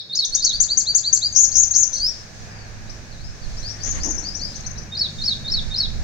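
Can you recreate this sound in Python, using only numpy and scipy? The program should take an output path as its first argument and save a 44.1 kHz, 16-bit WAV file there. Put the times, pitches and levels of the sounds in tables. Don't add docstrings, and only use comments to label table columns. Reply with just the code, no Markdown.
import sys
import numpy as np
from scipy import signal
from scipy.fft import rfft, irfft, next_fast_len
from scipy.io import wavfile
from scipy.ndimage import uniform_filter1d, minimum_filter1d

SR = 44100
rng = np.random.default_rng(int(sys.argv[2]) if len(sys.argv) > 2 else 0)


def file_out(sig):
    cols = np.atleast_2d(sig).T
    lim = np.clip(cols, -1, 1)
    pcm = np.round(lim * 32767).astype(np.int16)
    wavfile.write(sys.argv[1], SR, pcm)


N = 266099
TIME = np.arange(N) / SR


def undb(db):
    return 10 ** (np.asarray(db) / 20)


def curves(table, t):
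    s, *columns = np.transpose(table)
    return [np.interp(t, np.sort(s), c) for c in columns]


def colour(x, points):
    size = next_fast_len(x.shape[-1])
    hz, db = np.transpose(points)
    f = np.maximum(np.arange(size // 2 + 1) * SR / size, 1)
    gain = undb(np.interp(np.log(f), np.log(hz), db))
    return irfft(rfft(x, size) * gain, size)[..., :x.shape[-1]]


def walk(rate, count):
    hold = max(int(SR / rate), 1)
    held = np.repeat(rng.standard_normal(count // hold + 1), hold)
    smooth = uniform_filter1d(uniform_filter1d(held, hold), hold)
    return smooth[:count] * np.sqrt(2)


def noise(points, likeness):
    mid, side = colour(rng.standard_normal((2, N)), points)
    c = np.clip(likeness, -1, 1)
    pair = np.sqrt(1 + c) * mid + np.sqrt(1 - c) * np.array([side, -side])
    return pair / pair.std()


BACKGROUND_LEVELS = {"wind": (-40, .35, 28.7), "hiss": (-47.5, 0.335, 12), "drone": (-51, 0.858, 2.5)}
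FADE_IN_S, FADE_IN_WIDTH_S = 0.261, 0.042


def bed_db(name):
    db, db_per_s, hush_db = BACKGROUND_LEVELS[name]
    hush = (1 - np.tanh((TIME - FADE_IN_S) / FADE_IN_WIDTH_S)) / 2
    return db + db_per_s * TIME - hush_db * hush


# frequency in Hz, level in dB.
WIND_COLOUR = [(12, -4), (22, 2), (45, -4), (70, -5.5), (110, -17), (200, -24.5), (400, -36.5), (900, -72)]
# centre in seconds, half length in seconds, boost in dB.
WIND_GUSTS = [(3.1, .3, 0.5), (4.3, 0.2625, 3), (5.88, 0.28, 8.5)]
# frequency in Hz, level in dB.
MURMUR_COLOUR = [(180, -41), (300, -7.5), (328, -2.5), (366, -8), (464, -3.5), (689, -2), (754, -1),
                 (892, -5.5), (1080, -7), (1370, -6), (1700, -0.5), (1970, -7), (2450, -6), (2990, -15),
                 (3200, -23), (4160, -43.5), (7040, -120)]
# time in seconds, level in dB.
MURMUR_LOUDNESS = [(0, -58), (.5, -49.5), (2.45, -46), (3.3, -46.5), (5.2, -45.5), (6.03, -45)]
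# frequency in Hz, level in dB.
LEAF_HISS_COLOUR = [(2000, -29), (3200, -6), (4200, -0.5), (5500, 1), (6400, 2.5), (7400, -9.5),
                    (8800, -15), (10000, -33), (13000, -31), (15500, -26)]
# frequency in Hz, level in dB.
TRAFFIC_COLOUR = [(60, -21.5), (110, -1), (160, -0.5), (230, -7.5), (300, -10.5), (600, -13), (1200, -44.5)]


def outdoors(buffet_db=4.5, wind_pan_db=-3.0):
    gusts_db = sum(db * np.exp(-((TIME - s) / half_s) ** 2) for s, half_s, db in WIND_GUSTS)
    wind_db = bed_db("wind") + gusts_db + buffet_db * walk(12, N)
    wind = noise(WIND_COLOUR, 0.16) * undb(wind_db) * undb([[wind_pan_db], [-wind_pan_db]])
    murmur_db, = curves(MURMUR_LOUDNESS, TIME)
    murmur = noise(MURMUR_COLOUR, 0.037) * undb(murmur_db + 1.03 * walk(10, N))
    hiss = noise(LEAF_HISS_COLOUR, 0) * undb(bed_db("hiss") + 2.1 * walk(8.02, N))
    drone = noise(TRAFFIC_COLOUR, 0.937) * undb(bed_db("drone") + 1.125 * walk(15, N))
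    return wind + murmur + hiss + drone


# time in seconds, cycle rate in Hz.
ENGINE_CYCLES = [(0, 18.05), (2.2, 21.27), (3.8, 21.14), (4.45, 16.9), (6.03, 16.3)]
# time in seconds, level in dB, firing tone above the rest in dB.
ENGINE_LOUDNESS = [(0, -69, 4.5), (1.2, -56, 10.5), (2.1, -59.5, 8), (2.45, -49.5, 11.5), (3.3, -51.5, 5),
                   (3.75, -53.5, 13.5), (4.4, -47.5, 4), (6.03, -43.5, 3.5)]
# frequency in Hz, level in dB.
EXHAUST_COLOUR = [(60, -6.5), (85, 0.5), (135, 0.5), (165, -6), (200, -4.5), (228, -1.5), (260, -15),
                  (330, -19)]


def engine(waver=0.00547, swell_db=1.5, order=5, count=15):
    hz, = curves(ENGINE_CYCLES, TIME)
    db, firing_db = curves(ENGINE_LOUDNESS, TIME)
    phase = 2 * np.pi * np.cumsum(hz * (1 + waver * walk(14, N))) / SR
    tones = 0
    for k in range(order - 1, count):
        tone_db = firing_db * (k == order) + swell_db * walk(12, N)
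        tones = tones + undb(tone_db) * np.cos(k * phase + rng.uniform(0, np.pi))
    return undb(db) * colour(tones, EXHAUST_COLOUR)


def bursts(table):
    total = 0
    for s, attack_s, decay_s, db in table:
        away = np.maximum((s - TIME) / attack_s, (TIME - s) / decay_s)
        total = total + undb(db) * np.exp(-away)
    return total


# peak in seconds, attack in seconds, decay in seconds, level in dB.
SCRAPE_BURSTS = [(3.712, 0.00136, 0.0045, -35), (3.73, 0.015, 0.102, -41.5), (3.99, 0.103, 0.137, -38)]
# frequency in Hz, level in dB.
SCRAPE_TONE = [(300, 7.5), (600, 2.5), (1200, 0), (1800, 6.5), (2500, -3.5), (3500, -4.5), (9000, -16),
               (15000, -73)]
# peak in seconds, attack in seconds, decay in seconds, level in dB.
THUD_BURSTS = [(4.07, 0.093, 0.186, -39)]
# frequency in Hz, level in dB.
THUD_TONE = [(100, -10), (200, -0.5), (300, 11.5), (450, -6.5), (900, -7.5), (2000, -44.5)]


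def rustle(flicker_db=3):
    scrape = noise(SCRAPE_TONE, 0.037) * bursts(SCRAPE_BURSTS) * undb(flicker_db * walk(70, N))
    thud = noise(THUD_TONE, 0.736) * bursts(THUD_BURSTS) * undb(flicker_db * walk(40, N))
    return scrape + thud


def scatter(t60, start_s):
    age = np.arange(SR) / SR - start_s
    cloud = rng.standard_normal((2, SR)) * (age > 0) * np.exp(-np.log(1000) * np.abs(age) / t60)
    return cloud / np.sqrt(np.sum(cloud ** 2, axis=1, keepdims=True))


# delay in seconds, then left and right level in dB,
# before the echo level of the place is added.
WALL_ECHOES = [(.0029, -8, -9.5), (.0068, -13.5, -7), (0.0132, -15.5, -30.5), (.044, -8, -16.5)]
GARDEN_T60_S, FOLIAGE_T60_S = 0.54, 0.119


def garden(foliage_db, tail_db, echo_db, right_lag_s, left_wet_db=0.5, smear_s=0.022):
    foliage = undb(foliage_db) * scatter(FOLIAGE_T60_S, 0.0045)
    tail = undb(tail_db) * scatter(GARDEN_T60_S, 0.01)
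    response = (foliage + tail) * undb([[left_wet_db], [-left_wet_db]])
    for delay_s, left_db, right_db in WALL_ECHOES:
        response += undb([[left_db + echo_db], [right_db + echo_db]]) * scatter(smear_s, delay_s)
    for channel, lag_s in enumerate((max(-right_lag_s, 0), max(right_lag_s, 0))):
        response[channel, int(lag_s * SR)] += 1
    return response


SECOND_DB, THIRD_DB = -42.5, -36
NOTE_EDGE = {"rise": -1, "steps": -15, "slur": -5, "chip": 1.5, "trill": 3.5, "tick": -2}


def whistle(hz, strength, kind, waver=0.00615, flutter_db=1.59, rasp=0.66):
    count = len(hz)
    hz = uniform_filter1d(hz, size=40) * (1 + waver * walk(500, count))
    phase = 2 * np.pi * np.cumsum(hz) / SR
    rough = phase + rasp * walk(600, count)
    second = undb(SECOND_DB) * np.sin(phase + rough)
    third = undb(THIRD_DB) * np.sin(phase + 2 * rough)
    third = third * np.clip((SR / 2 - 3 * hz) / 2000, 0, 1)
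    tone = np.sin(phase) + undb(NOTE_EDGE.get(kind, 0)) * (second + third)
    to_nearest_end = np.minimum(np.arange(count), np.arange(count)[::-1]) / SR
    ends = np.minimum(to_nearest_end / 0.0011, 1)
    flutter = undb(flutter_db * walk(270.9, count))
    return np.sqrt(2) * tone * ends * uniform_filter1d(strength, size=55) * flutter


FADE_POWER = 0.3685


def hump(u, peak, swell_power):
    peak = np.clip(peak, .05, .95)
    swell, fade = np.sin(np.pi / 2 * np.minimum([u / peak, (1 - u) / (1 - peak)], 1))
    return swell ** swell_power * fade ** FADE_POWER


def progress(length_s):
    return np.linspace(0, 1, int(length_s * SR))


NOTE_GLIDES = { "slur": [(.06, 3153, 4511, 470.6, -2, 0.65)], "chip": [(.029, 5400, 6970, 384.5, 0, 0.32),
               (.02, 6600, 4000, -650, -13.5, 0)], "tick": [(0.025, 4130, 4700, -61, -11, 0.65),
               (.013, 4926, 6950, 298, 0.5, 0.41), (0.0033, 6900, 4600, 2, 1, 0)],
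               "flick": [(0.02, 5100, 6150, 200, 3, 0.52), (.017, 7300, 5500, -4.5, -2.5, 0.2)],
               "pip": [(.013, 5710, 6482, 0.012, 3, 0)], "lead": [(.028, 3740, 5402, 200, -3.5, 0.41)],
               "rise": [(.118, 4106, 5707, -110, -5, 0.83)], "soar": [(.11, 3878, 6120, -130, 0, 0.69)],
               "sweep": [(.085, 3978, 5185, 109, -0.5, 0.99)], "dip": [(.065, 4750, 3700, -220, -2, 0.08),
               (.075, 3700, 5100, -200, -2.5, 0.37), (.09, 5017, 5350, 180.5, 3, .08)],
               "fall": [(.21, 5047, 4183, -30.5, 5.5, 0)], }
SWELL_POWER = 1.057


def glides(kind, length):
    parts = []
    for length_s, from_hz, to_hz, bow_hz, db, peak in NOTE_GLIDES[kind]:
        u = progress(length_s * length)
        hz = from_hz + (to_hz - from_hz) * u + bow_hz * (1 - (2 * u - 1) ** 2)
        parts.append([hz, undb(db) * hump(u, peak, SWELL_POWER)])
    return np.hstack(parts)


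TRILL_FROM_HZ, TRILL_CREST_HZ, TRILL_END_HZ = 5600, 7026, 3700
TRILL_RISE_S, TRILL_FALL_S, TRILL_DROP_POWER = .07, .042, 2.7
TRILL_ATTACK_S, TRILL_RELEASE_S = 0.02385, 0.01717
WARBLE_HZ, WARBLE_SWING_HZ, WARBLE_START_S, WARBLE_RISE = 82.24, 957, .0005, .22


def trill(length, throb_db=4.5):
    total_s = TRILL_RISE_S + TRILL_FALL_S
    t = progress(total_s * length) * total_s
    below = np.maximum(1 - t / TRILL_RISE_S, 0)
    past = np.maximum(t - TRILL_RISE_S, 0) / TRILL_FALL_S
    climb = (TRILL_CREST_HZ - TRILL_FROM_HZ) * below
    drop = (TRILL_CREST_HZ - TRILL_END_HZ) * past ** TRILL_DROP_POWER
    arch = TRILL_CREST_HZ - climb - drop
    shake = signal.sawtooth(2 * np.pi * WARBLE_HZ * (t - WARBLE_START_S), np.clip(WARBLE_RISE, 0, 1))
    warble = np.sqrt(below) * shake
    ends = np.minimum(t / TRILL_ATTACK_S, 1) * np.minimum((total_s - t) / TRILL_RELEASE_S, 1) ** 2
    return arch + WARBLE_SWING_HZ * warble, ends * undb(throb_db * warble)


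SLOWING = 1.023
NOTE_SCATTER = .006


def run_of(s, kind, repeats, gap_s, length, pitch, first_db, last_db, pan_db):
    notes = []
    for k, db in enumerate(np.linspace(first_db, last_db, round(repeats))):
        hz, strength = trill(length) if kind == "trill" else glides(kind, length)
        hz = hz * pitch * (1 + NOTE_SCATTER * rng.standard_normal())
        notes.append((s, whistle(hz, strength * undb(db), kind), pan_db))
        s = s + gap_s * SLOWING ** k
    return notes


# seconds from the phrase's start,
# length in seconds, pitch in Hz, sag at the end in Hz, level in dB added to the phrase's, loudest at (0-1).
PHRASE_SYLLABLES = [(.002, 0.0379, 3664, -110, -9, 0.71), (0.038, 0.0202, 4345, 542.5, -5, 0.78),
                    (0.061, 0.014, 4990, 601, -4.5, 0.69), (0.077, .021, 5468, 449, 2, 0.82),
                    (0.101, 0.0251, 4500, 647.5, 1, 0.33), (0.128, 0.037, 3943, 656.5, -2, 0.34)]
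STEP_SAG_POWER, STEP_SWELL_POWER = 3, 2.125
PHRASE_PAN_DB = -3.5


def stepped_phrase(s, db):
    notes = []
    for after_s, length_s, hz, sag_hz, step_db, peak in PHRASE_SYLLABLES:
        u = progress(length_s)
        strength = undb(db + step_db) * hump(u, peak, STEP_SWELL_POWER)
        sound = whistle(hz - sag_hz * u ** STEP_SAG_POWER, strength, "steps")
        notes.append((s + after_s, sound, PHRASE_PAN_DB))
    return notes


LEAD = SR // 4


def song(runs, response):
    out = np.zeros((2, LEAD + N + SR))
    for s, note, pan_db in sum(runs, []):
        start = max(LEAD + int(s * SR), 0)
        out[:, start:start + len(note)] += undb([[pan_db / 2], [-pan_db / 2]]) * note
    return signal.fftconvolve(out, response, axes=1)[:, LEAD:LEAD + N]


# start in seconds, note name, repeats, first gap in seconds,
# length factor, pitch factor, first level in dB, last level in dB, left minus right in dB.
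CLOSE_RUNS = [ (0.124, "tick", 2, .097, 1, 1, -25, -18.5, -7),
              (.320, "tick", 2, 0.0979, 1, 1.0026, -12.5, -12, -6),
              (.511, "slur", 4, 0.1694, 1, 1.027, -19.5, -18, -2.5),
              (1.21, "slur", 1, 0, 1.06, 1.045, -17.5, -20, -1.5),
              (.599, "chip", 4, 0.1716, 1, 1.0417, -12, -11.5, -2),
              (1.325, "pip", 3, .19, 1.2, 1.076, -29, -17.5, -8.5),
              (1.347, "trill", 3, 0.19183, 1.03, 0.9978, -12.5, -15, -2.5),
              (1.513, "lead", 3, 0.22, 1, 1, -30, -25, -2),
              (1.926, "lead", 1, 0, 1.4, 0.926, -36, -30, 1.5),
              (1.931, "pip", 2, 0.019, 1.2, .99, -22.5, -25.5, -6.5),
              (1.973, "rise", 1, 0.033, 1.087, 1, -14.5, -16, -3)]
# start in seconds, level in dB.
STEPPED_PHRASES = [(-.18, -17.5), (.084, -18), (.356, -19), (4.906, -20), (5.172, -18.5), (5.433, -18.5),
                   (5.696, -18)]
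# start in seconds, note name, repeats, first gap in seconds,
# length factor, pitch factor, first level in dB, last level in dB.
DISTANT_RUNS = [ (2.491, "fall", 1, 0, 0.91, 1.018, -58, -51),
                (2.87, "tick", 2, .452, .95, 0.875, -37.5, -49.5),
                (3.111, "dip", 1, 0, 0.91, 0.992, -47, -44.5),
                (3.418, "fall", 2, 0.082, .25, .94, -53.5, -59.5),
                (3.561, "lead", 1, 0.0091, 1.8, 1.17, -36.5, -38.5), (3.612, "soar", 1, 0, 1, 1, -32, -38),
                (3.796, "lead", 2, .197, 2.6, 1.1, -34, -32),
                (3.82, "trill", 2, .199, 1.02, 0.969, -29.5, -29.5),
                (4.176, "flick", 2, 0.1691, 1, 1, -31, -31),
                (4.224, "sweep", 2, 0.163, 0.89, 0.992, -30, -29),
                (4.528, "tick", 2, 0.1068, 1, 0.946, -33.5, -30),
                (4.75, "tick", 1, 0.098, 1, 0.892, -35, -33)]
FAR_PAN_DB = 2.5
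# frequency in Hz, level in dB.
LEFT_HEARING = [(3000, -7), (4500, 2.5), (5400, 1), (6300, 8), (7200, -4), (8500, 16.5), (11000, -15.5),
                (13500, -1.5), (16000, -3.5)]
# frequency in Hz, level in dB.
RIGHT_HEARING = [(3000, -6.5), (4500, -1.5), (5400, -6.5), (6300, -13), (7200, -5.5), (8500, 22.5),
                 (11000, -8.5), (13500, -5.5), (16000, 9)]


def birds():
    close = garden(foliage_db=-4, tail_db=-10, echo_db=-5.0, right_lag_s=-.00003)
    distant = garden(foliage_db=-8.5, tail_db=-5, echo_db=-1.5, right_lag_s=.00048)
    close_runs = [run_of(*row) for row in CLOSE_RUNS]
    phrases = [stepped_phrase(*row) for row in STEPPED_PHRASES]
    near = song(close_runs + phrases, close)
    far = song([run_of(*row, FAR_PAN_DB) for row in DISTANT_RUNS], distant)
    left, right = near + far
    return np.array([colour(left, LEFT_HEARING), colour(right, RIGHT_HEARING)])


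def scene():
    return outdoors() + engine() + rustle() + birds()


TOP_HZ = 15800


def record(dry):
    room = 1 / np.maximum(np.abs(dry), 1)
    gain = uniform_filter1d(minimum_filter1d(room, size=129), size=129)
    top_cut = signal.ellip(8, .2, 75, TOP_HZ, fs=SR, output="sos")
    return signal.sosfilt(top_cut, dry * gain)


dry = scene()
out = record(dry)
file_out(out)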